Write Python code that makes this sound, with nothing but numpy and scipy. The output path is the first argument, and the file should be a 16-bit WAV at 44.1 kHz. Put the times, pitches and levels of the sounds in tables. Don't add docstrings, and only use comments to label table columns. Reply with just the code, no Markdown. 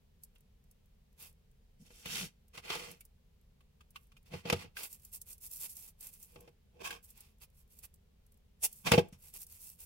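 import sys
import numpy as np
from scipy import signal
from scipy.fft import rfft, irfft
from scipy.io import wavfile

SR = 44100
rng = np.random.default_rng(int(sys.argv[2]) if len(sys.argv) > 2 else 0)


def put_to_file(sound):
    columns = np.atleast_2d(sound).T
    safe = np.clip(columns, -1, 1)
    whole_steps = np.round(safe * 32767)
    wavfile.write(sys.argv[1], SR, whole_steps.astype(np.int16))


N = 434385
TIME_S = np.arange(N) / SR

# time in seconds, level in dB.
FIBRE_SNAPS = [(0.235, -45.5), (0.247, -60), (0.406, -66), (0.7114, -59), (2.481, -65.5), (2.913, -46.5),
               (3.007, -49.5), (3.051, -54.5), (3.9054, -60), (4.8316, -41.5), (4.9277, -43.5),
               (5.049, -47), (5.2148, -41), (5.3282, -44), (5.3796, -56), (5.6952, -45.5), (5.767, -42.5),
               (6.0073, -44), (6.0685, -43), (6.136, -51), (6.2277, -46), (6.406, -53.5), (7.1032, -51.5),
               (7.1748, -53), (7.205, -48.5), (7.788, -49), (7.94, -58.5), (8.264, -67.5), (8.3198, -63),
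               (8.372, -69), (8.7271, -44), (9.085, -61.5), (9.338, -45), (9.4659, -49.5), (9.8026, -46)]
# start in seconds, level in dB, main resonance in Hz.
PART_CLICKS = [(0.357, -73, 3090), (2.0566, -46, 2950), (3.008, -66.5, 2300), (3.6058, -73.5, 1157),
               (3.807, -66, 1200), (3.958, -51.5, 1166), (4.118, -69.5, 1160), (4.166, -66.5, 2450),
               (4.7674, -47, 1560), (6.9054, -45.5, 1605), (7.431, -69, 2630), (7.8394, -69.5, 1176)]
# multiple of the main resonance, level in dB, T60 in seconds.
PART_MODES = [(1, 8, 0.038), (2.06, -11, 0.097), (2.8, -15, 0.06), (3.7, -20, 0.046)]
# peak time, rise and fall in seconds, fibre hiss in dB,
# bundle rustle in dB re hiss.
RAFFIA_STROKES = [(1.22, 0.045, 0.091, -52.5, -4.5), (4.02, 0.077, .08, -74.5, -15),
                  (4.265, 0.012, 0.047, -73.5, 7.5), (4.79, 0.034, 0.064, -49, 2.5),
                  (4.838, 0.02, 0.046, -43, -5), (4.93, 0.054, 0.048, -53, -12.5),
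                  (5.055, 0.095, 0.072, -62, -12.5), (5.148, 0.033, 0.04, -45, -18),
                  (5.3, 0.048, 0.062, -50.5, -13.5), (5.452, 0.046, 0.04, -45, -18),
                  (5.54, 0.051, 0.068, -43.5, -22), (5.62, 0.041, 0.057, -41, -18.5),
                  (5.655, 0.043, 0.023, -44.5, -7), (5.71, .04, 0.04, -48, -19.5),
                  (5.775, 0.041, 0.11, -50.5, -15.5), (5.87, 0.092, 0.047, -54, -12),
                  (6.04, 0.052, 0.085, -50, -11.5), (6.145, 0.038, 0.054, -58, -11),
                  (6.22, 0.039, 0.064, -56.5, -14), (6.3, .05, 0.11, -66, -6.5),
                  (7.045, 0.023, 0.039, -57, -17), (7.1, .04, 0.042, -61.5, -10),
                  (7.185, 0.061, 0.15, -67.5, 3), (7.428, 0.026, 0.028, -55, -3),
                  (7.6, 0.077, 0.043, -66.5, -12.5), (7.725, 0.037, 0.067, -64, -13),
                  (7.79, 0.045, 0.047, -64.5, -9.5), (7.845, 0.023, 0.022, -51, -6.5),
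                  (8.77, .12, .14, -59, -16.5), (9.28, 0.1, 0.043, -55.5, -10.5),
                  (9.358, 0.031, 0.037, -47, -9), (9.42, 0.042, 0.029, -45, -19.5),
                  (9.53, 0.058, .08, -55, -11), (9.65, 0.085, 0.12, -50.5, -17),
                  (9.81, 0.033, 0.067, -52, -13)]
# peak
# time, rise and fall in seconds, scrape in dB, then board, panel and hiss in dB re scrape.
FRAME_STROKES = [(1.82, .035, 0.042, -79, 23.5, 2, 10), (1.87, 0.035, 0.019, -68, 4, -6, 0),
                 (1.98, .13, .17, -67.5, -3, -6.5, 5.5), (2.09, 0.059, .06, -52.5, 1.5, -13, -11),
                 (2.175, 0.13, 0.096, -42.5, -7, -13.5, -0.5), (2.235, 0.1, 0.057, -50.5, 5, -6, 1)]
GUN_STROKES = [(2.55, 0.018, .03, -53.5, -13, -8, -8), (2.585, .02, 0.027, -53.5, -6.5, -6, -5.5),
               (2.66, .035, .06, -50.5, -13, -5.5, -11), (2.72, 0.041, .08, -40.5, -25, -9, -15),
               (2.8, 0.089, .16, -51, -7.5, -3, -4), (2.89, 0.032, .08, -61, 5, 2.5, -2),
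               (4.345, 0.044, .05, -54, 3.5, 4, -10.5), (4.385, 0.039, .06, -60.5, -0.5, -11, -8),
               (4.487, 0.045, .035, -49, 5.5, 2.5, -18), (4.56, .03, .05, -54, 5, -4.5, -7.5),
               (4.612, 0.057, .05, -51, -3.5, -9, -9.5), (4.65, 0.021, .045, -68.5, 17.5, 3, -27)]
SCISSOR_STROKES = [(6.41, .11, 0.11, -73, 5.5, 9, -4.5), (6.775, 0.05, 0.049, -78.5, 7.5, 14, -13),
                   (6.82, 0.029, .04, -53.5, -1.5, 2.5, -26), (6.86, 0.031, 0.046, -41.5, -24, -17.5, -6),
                   (6.915, 0.035, 0.074, -49, -15.5, -5.5, -11),
                   (8.872, .025, 0.045, -39.5, 2.5, -5.5, -3.5), (8.937, 0.028, 0.044, -37.5, 6.5, 7, -5),
                   (8.987, 0.018, .03, -41, 9, 5, -14.5), (9.05, 0.065, 0.067, -71, 13.5, 12, -13)]
# frequency in Hz, width in Hz, level in dB.
FRAME_BODY = [(1540, 45, -15), (2350, 210, 1.5), (3080, 210, 6), (3520, 150, 2), (3800, 73, 6),
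              (4380, 150, 4.5), (5650, 670, -2)]
GUN_BODY = [(1140, 190, 1.5), (1360, 80, -5.5), (2080, 390, -3), (2430, 180, -1), (2910, 300, -4.5),
            (3080, 86, -6.5), (3700, 41, -4.5), (4180, 150, -4)]
SCISSOR_BODY = [(720, 120, -3.5), (1075, 130, 8), (1580, 110, 2.5), (2400, 200, 3.5), (2540, 110, -1.5),
                (2920, 120, -2.5), (3140, 87, -0.5), (3470, 44, -12.5), (4970, 1000, -14.5)]
# start in seconds, then crack, table thud, board boom and panel ring
# in dB, bright tick in dB re crack, decay of crack and tick in seconds.
TABLE_KNOCKS = [(1.9026, -60, -73, -62, -65.5, -18, .006), (2.057, -47, -65, -45, -52.5, -25, 0.0015),
                (2.5743, -45, -59, -57, -71, -7, .007), (2.7018, -29, -55.5, -54, -66, -16, 0.0022),
                (2.7503, -38.5, -64, -65, -48.5, -4.5, 0.0062), (4.335, -47.5, -43.5, -64, -43, -35, 0.01),
                (4.4529, -44, -58, -39.5, -41, -30, .007), (4.499, -24, -53, -49, -41, -12, 0.0028),
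                (4.5248, -28, -34, -29, -30, -8, 0.0064), (4.641, -59, -52, -63, -59.5, -23, 0.022),
                (6.3576, -54.5, -58.5, -62, -53, -11, 0.0044), (6.475, -59.5, -64, -72.5, -56, -12, 0.0069),
                (8.8655, -29.5, -59, -36, -40, -21, 0.013), (8.917, -18.5, -27, -22.5, -27, -7, 0.0042),
                (8.9339, -25.5, -41, -46, -23.5, -30, 0.0068),
                (8.977, -27.5, -37, -18.5, -18.5, -24, 0.0072), (9.125, -63, -57.5, -49, -72, 3, 0.018)]
# frequency in Hz, level in dB,
# T60 in seconds.
TABLE_MODES = [(92, -1, 0.15), (120, -5, .11), (141.7, 1, .11)]
BOARD_MODES = [(163, 2.5, 0.07), (181.6, 2.5, .1), (212.2, -11, .08)]
PANEL_MODES = [(345, -8, .06), (392, -5, .055), (440, -8, .05), (478, 0, .055), (530, -13, .05),
               (675, -8, .05), (830, -12, .045)]
# frequency in Hz, relative density in dB.
ROOM_SPECTRUM = [(15, -19), (28, -2.5), (50, -5.5), (80, -6), (105, -16.5), (135, -13), (220, -18),
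                 (310, -37.5), (430, -25.5), (620, -36), (1400, -43), (3000, -41.5), (8500, -50),
                 (16000, -48)]
FIBRE_SPECTRUM = [(2500, -30), (4200, -13), (6000, -6.5), (8800, -1), (10200, -2), (12000, 2), (16000, -5)]
BUNDLE_SPECTRUM = [(150, -14.5), (450, -3), (720, -10), (1100, -4), (1550, -9), (1900, -9.5), (2500, -0.5),
                   (3500, -5), (5000, -5), (8000, -12.5)]
SCRAPE_SPECTRUM = [(400, -24), (800, -9), (1050, -5), (1350, -2), (1600, -2.5), (1850, -8.5), (2150, -2.5),
                   (2800, 4.5), (3600, -4), (5000, -5.5), (7000, -13), (12000, -20.5)]
HISS_SPECTRUM = [(3000, -18.5), (5500, 2), (7500, -1.5), (9800, -3), (12000, -3), (16000, -13.5)]
CRACK_SPECTRUM = [(200, -14.5), (350, -3), (650, -2.5), (950, -2), (1300, -1), (1750, -8), (2700, 1.5),
                  (3600, -7), (5000, -8.5), (7500, -22.5), (14000, -34)]
SHEAR_SPECTRUM = [(150, -24), (420, -16), (720, -14.5), (950, -18.5), (1600, -24), (2900, -10.5),
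                  (4200, -16.5), (5700, -8), (8400, -4.5), (10800, -1), (13000, -7.5), (16000, -9.5)]


def undb(db):
    return 10 ** (np.asarray(db) / 20)


def pan(db):
    return undb(np.array([[db], [-db]]) / 2)


def add(out, at_s, sound, centred=False):
    start = int(at_s * SR) - centred * (sound.shape[-1] // 2)
    out[:, start:start + sound.shape[-1]] += sound[..., :N - start]


def highpass(x, hz, order=2):
    return signal.sosfilt(signal.butter(order, hz, "high", fs=SR, output="sos"), x)


def convolve(x, response):
    return signal.oaconvolve(x, response, axes=1)[:, :N]


def colour(x, spectrum, size=8192):
    hz, db = np.transpose(spectrum)
    bins_hz = np.maximum(np.arange(size // 2 + 1) * SR / size, 1)
    gain = undb(np.interp(np.log(bins_hz), np.log(hz), db))
    cepstrum = irfft(np.log(gain))
    cepstrum[1:size // 2] *= 2
    cepstrum[size // 2 + 1:] = 0
    response = irfft(np.exp(rfft(cepstrum)))[:size // 2]
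    return convolve(x, response[None] / np.linalg.norm(response))


def stereo_noise(shared_hz):
    mid, side = rng.standard_normal((2, N))
    side = highpass(side, shared_hz)
    return np.array([mid + side, mid - side]) / np.sqrt(2)


def room_tone(level_db=-65):
    rumble = colour(stereo_noise(shared_hz=264), ROOM_SPECTRUM)
    return rumble / rumble.std() * undb(level_db)


def burst(rise_s, fall_s, size=8192):
    t = TIME_S[:size] - TIME_S[size // 2]
    after_s = np.maximum(t, 0)
    envelope = (1 - np.exp(-after_s / rise_s)) * np.exp(-after_s / max(fall_s, .001))
    brush = undb(-18) * np.exp(-np.abs(t) / .008)
    return (envelope / envelope.max() + brush) * rng.standard_normal((2, size))


def fibre_snaps(strays_per_s=4, stray_db=-65, stray_fall_s=.002):
    snaps = np.zeros((2, N))
    for at_s, db in FIBRE_SNAPS:
        add(snaps, at_s, undb(db) * burst(rise_s=.001, fall_s=.003), centred=True)
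    settling = rng.random(N) < strays_per_s / SR
    spread_db = np.clip(rng.standard_normal(N), -2, 2)
    impulses = settling * undb(stray_db + spread_db)
    envelope = signal.lfilter([1], [1, -np.exp(-1 / (stray_fall_s * SR))], impulses + 1e-18)
    strays = envelope * rng.standard_normal((2, N))
    return colour(snaps + strays, FIBRE_SPECTRUM) * pan(-1.2)


def ring(modes, push_s, detune, apart_hz, size=12000):
    t, out = TIME_S[:size], 0
    for k, (hz, db, t60_s) in enumerate(modes):
        lag_rad = (-1) ** k * min(hz / apart_hz, 1) * np.array([[1], [-1]])
        phase = 2 * np.pi * hz * (1 + detune * rng.standard_normal()) * t + lag_rad
        out = out + undb(db) * np.exp(-np.log(1000) * t / t60_s) * np.sin(phase)
    out = out * (1 - np.exp(-t / push_s))
    onset_rms = np.sqrt(np.mean(out[:, :size // 20] ** 2))
    return out / onset_rms


def part_clicks():
    tone, tick = np.zeros((2, 2, N))
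    for at_s, db, hz in PART_CLICKS:
        modes = [(hz * ratio, mode_db, t60_s) for ratio, mode_db, t60_s in PART_MODES]
        add(tone, at_s, undb(db) * ring(modes, push_s=.0018, detune=.0091, apart_hz=2400))
        add(tick, at_s, undb(db + 6) * burst(rise_s=.002, fall_s=.0052), centred=True)
    return tone + colour(tick, SCRAPE_SPECTRUM) + undb(-13) * colour(tick, HISS_SPECTRUM)


def grains(per_s, spread_db, grain_s):
    slipping, spread = rng.random(N) < per_s / SR, rng.standard_normal(N)
    sizes = slipping * undb(spread_db * np.clip(spread, -2, 2))
    power = signal.lfilter([1], [1, -np.exp(-2 / (grain_s * SR))], sizes ** 2 + 1e-12)
    return np.sqrt(power / power.mean()) * rng.standard_normal((2, N))


def stroke_gain(strokes, roundness, layer=None, swell_db=21):
    power = np.zeros(N)
    for peak_s, rise_s, fall_s, db, *layers_db in strokes:
        span = slice(*np.searchsorted(TIME_S, [peak_s - 2 * rise_s, peak_s + 2 * fall_s]))
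        off_peak = np.maximum((peak_s - TIME_S[span]) / rise_s, (TIME_S[span] - peak_s) / fall_s)
        peak_db = db + (0 if layer is None else layers_db[layer])
        power[span] += undb(peak_db - swell_db * off_peak ** roundness) ** 2
    return np.sqrt(power)


def raffia_rustle(roundness=2.33):
    slips = grains(per_s=2500, spread_db=4.2, grain_s=.0013)
    crackle = undb(-6) * grains(per_s=100, spread_db=3.5, grain_s=.0012)
    creases = grains(per_s=2500, spread_db=3, grain_s=.002)
    fibres = slips + crackle
    hiss = colour(fibres / fibres.std(), FIBRE_SPECTRUM) * stroke_gain(RAFFIA_STROKES, roundness)
    bundle = colour(creases, BUNDLE_SPECTRUM) * stroke_gain(RAFFIA_STROKES, roundness, layer=0)
    return hiss * pan(-2) + bundle * pan(-1.9)


def rubbed_modes(modes, shared_hz):
    response = ring(modes, push_s=.0029, detune=.0077, apart_hz=5000)
    out = convolve(stereo_noise(shared_hz), response)
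    return out / out.std()


def resonate(x, body):
    t = TIME_S[:2048]
    response = sum(undb(db) * width_hz * np.exp(-np.pi * width_hz * t) * np.cos(2 * np.pi * hz * t)
                   for hz, width_hz, db in body)
    response = highpass(response, hz=600)
    return convolve(x, response[None] / np.linalg.norm(response))


def drags(roundness=1.98):
    slips = grains(per_s=900, spread_db=3.5, grain_s=.002)
    grit = colour(grains(per_s=1500, spread_db=3, grain_s=.0018), SCRAPE_SPECTRUM)
    hiss = colour(grains(per_s=2600, spread_db=2.5, grain_s=.0019), HISS_SPECTRUM)
    board = rubbed_modes(BOARD_MODES, shared_hz=300)
    panel = rubbed_modes(PANEL_MODES, shared_hz=345)

    def drag(strokes, body, body_db, grit_db, pan_db):
        scrape = undb(body_db) * resonate(slips, body) + undb(grit_db) * grit
        table = sum(sound * stroke_gain(strokes, roundness, layer=k)
                    for k, sound in enumerate([board, panel, hiss]))
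        return (scrape * stroke_gain(strokes, roundness) + table) * pan(pan_db)

    return (drag(FRAME_STROKES, FRAME_BODY, body_db=-.5, grit_db=-1, pan_db=-1)
            + drag(GUN_STROKES, GUN_BODY, body_db=.5, grit_db=-1.5, pan_db=-1.2)
            + drag(SCISSOR_STROKES, SCISSOR_BODY, body_db=2.5, grit_db=-8.5, pan_db=-2.5))


def table_knocks():
    wood, crack, tick = np.zeros((3, 2, N))
    for at_s, crack_db, thud_db, board_db, panel_db, tick_db, fall_s in TABLE_KNOCKS:
        add(wood, at_s, undb(thud_db) * ring(TABLE_MODES, push_s=.0082, detune=.003, apart_hz=2500))
        add(wood, at_s, undb(board_db) * ring(BOARD_MODES, push_s=.0014, detune=.003, apart_hz=2000))
        add(wood, at_s, undb(panel_db) * ring(PANEL_MODES, push_s=.0079, detune=.0027, apart_hz=1130))
        add(crack, at_s, undb(crack_db) * burst(rise_s=.0042, fall_s=fall_s), centred=True)
        add(tick, at_s, undb(crack_db + tick_db) * burst(rise_s=.00093, fall_s=fall_s), centred=True)
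    wood = highpass(wood, hz=72, order=4)
    return (wood + colour(crack, CRACK_SPECTRUM) + colour(tick, HISS_SPECTRUM)) * pan(-.18)


def strand_shear(peak_s=8.647, level_db=-25, width_s=.01, skirt_db=-20, skirt_s=.018):
    swish = np.exp(-.5 * ((TIME_S - peak_s) / width_s) ** 2)
    skirt = undb(skirt_db) * np.exp(-.5 * ((TIME_S - peak_s) / skirt_s) ** 2)
    slips = grains(per_s=4300, spread_db=2, grain_s=.0024)
    return colour(slips, SHEAR_SPECTRUM) * (swish + skirt) * undb(level_db) * pan(-1.1)


def near_echoes(x, echo_db=-3, fade_s=.006, above_hz=700, size=1500):
    echoes = rng.standard_normal((2, size)) * np.exp(-TIME_S[:size] / fade_s)
    echoes = highpass(echoes, above_hz)
    echoes *= undb(echo_db) / np.linalg.norm(echoes, axis=1, keepdims=True)
    return (x + convolve(x, echoes)) / np.hypot(1, undb(echo_db))


def room_reverb(x, wet_db=-25, t60_s=.23, build_s=.0079, damp_hz=7000, size=16000):
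    t = TIME_S[:size]
    envelope = np.exp(-np.log(1000) * t / t60_s) * (1 - np.exp(-t / build_s))
    tail = rng.standard_normal((2, size)) * envelope
    tail = signal.sosfilt(signal.butter(1, damp_hz, fs=SR, output="sos"), tail)
    return x + undb(wet_db) * convolve(x, tail / np.linalg.norm(tail[0]))


def scene():
    handling = raffia_rustle() + fibre_snaps() + strand_shear() + drags() + table_knocks() + part_clicks()
    return room_reverb(near_echoes(handling)) + room_tone()


def record(dry):
    cutoff_hz = 15900
    return signal.sosfilt(signal.ellip(10, .2, 70, cutoff_hz, fs=SR, output="sos"), dry)


dry = scene()
out = record(dry)
put_to_file(out)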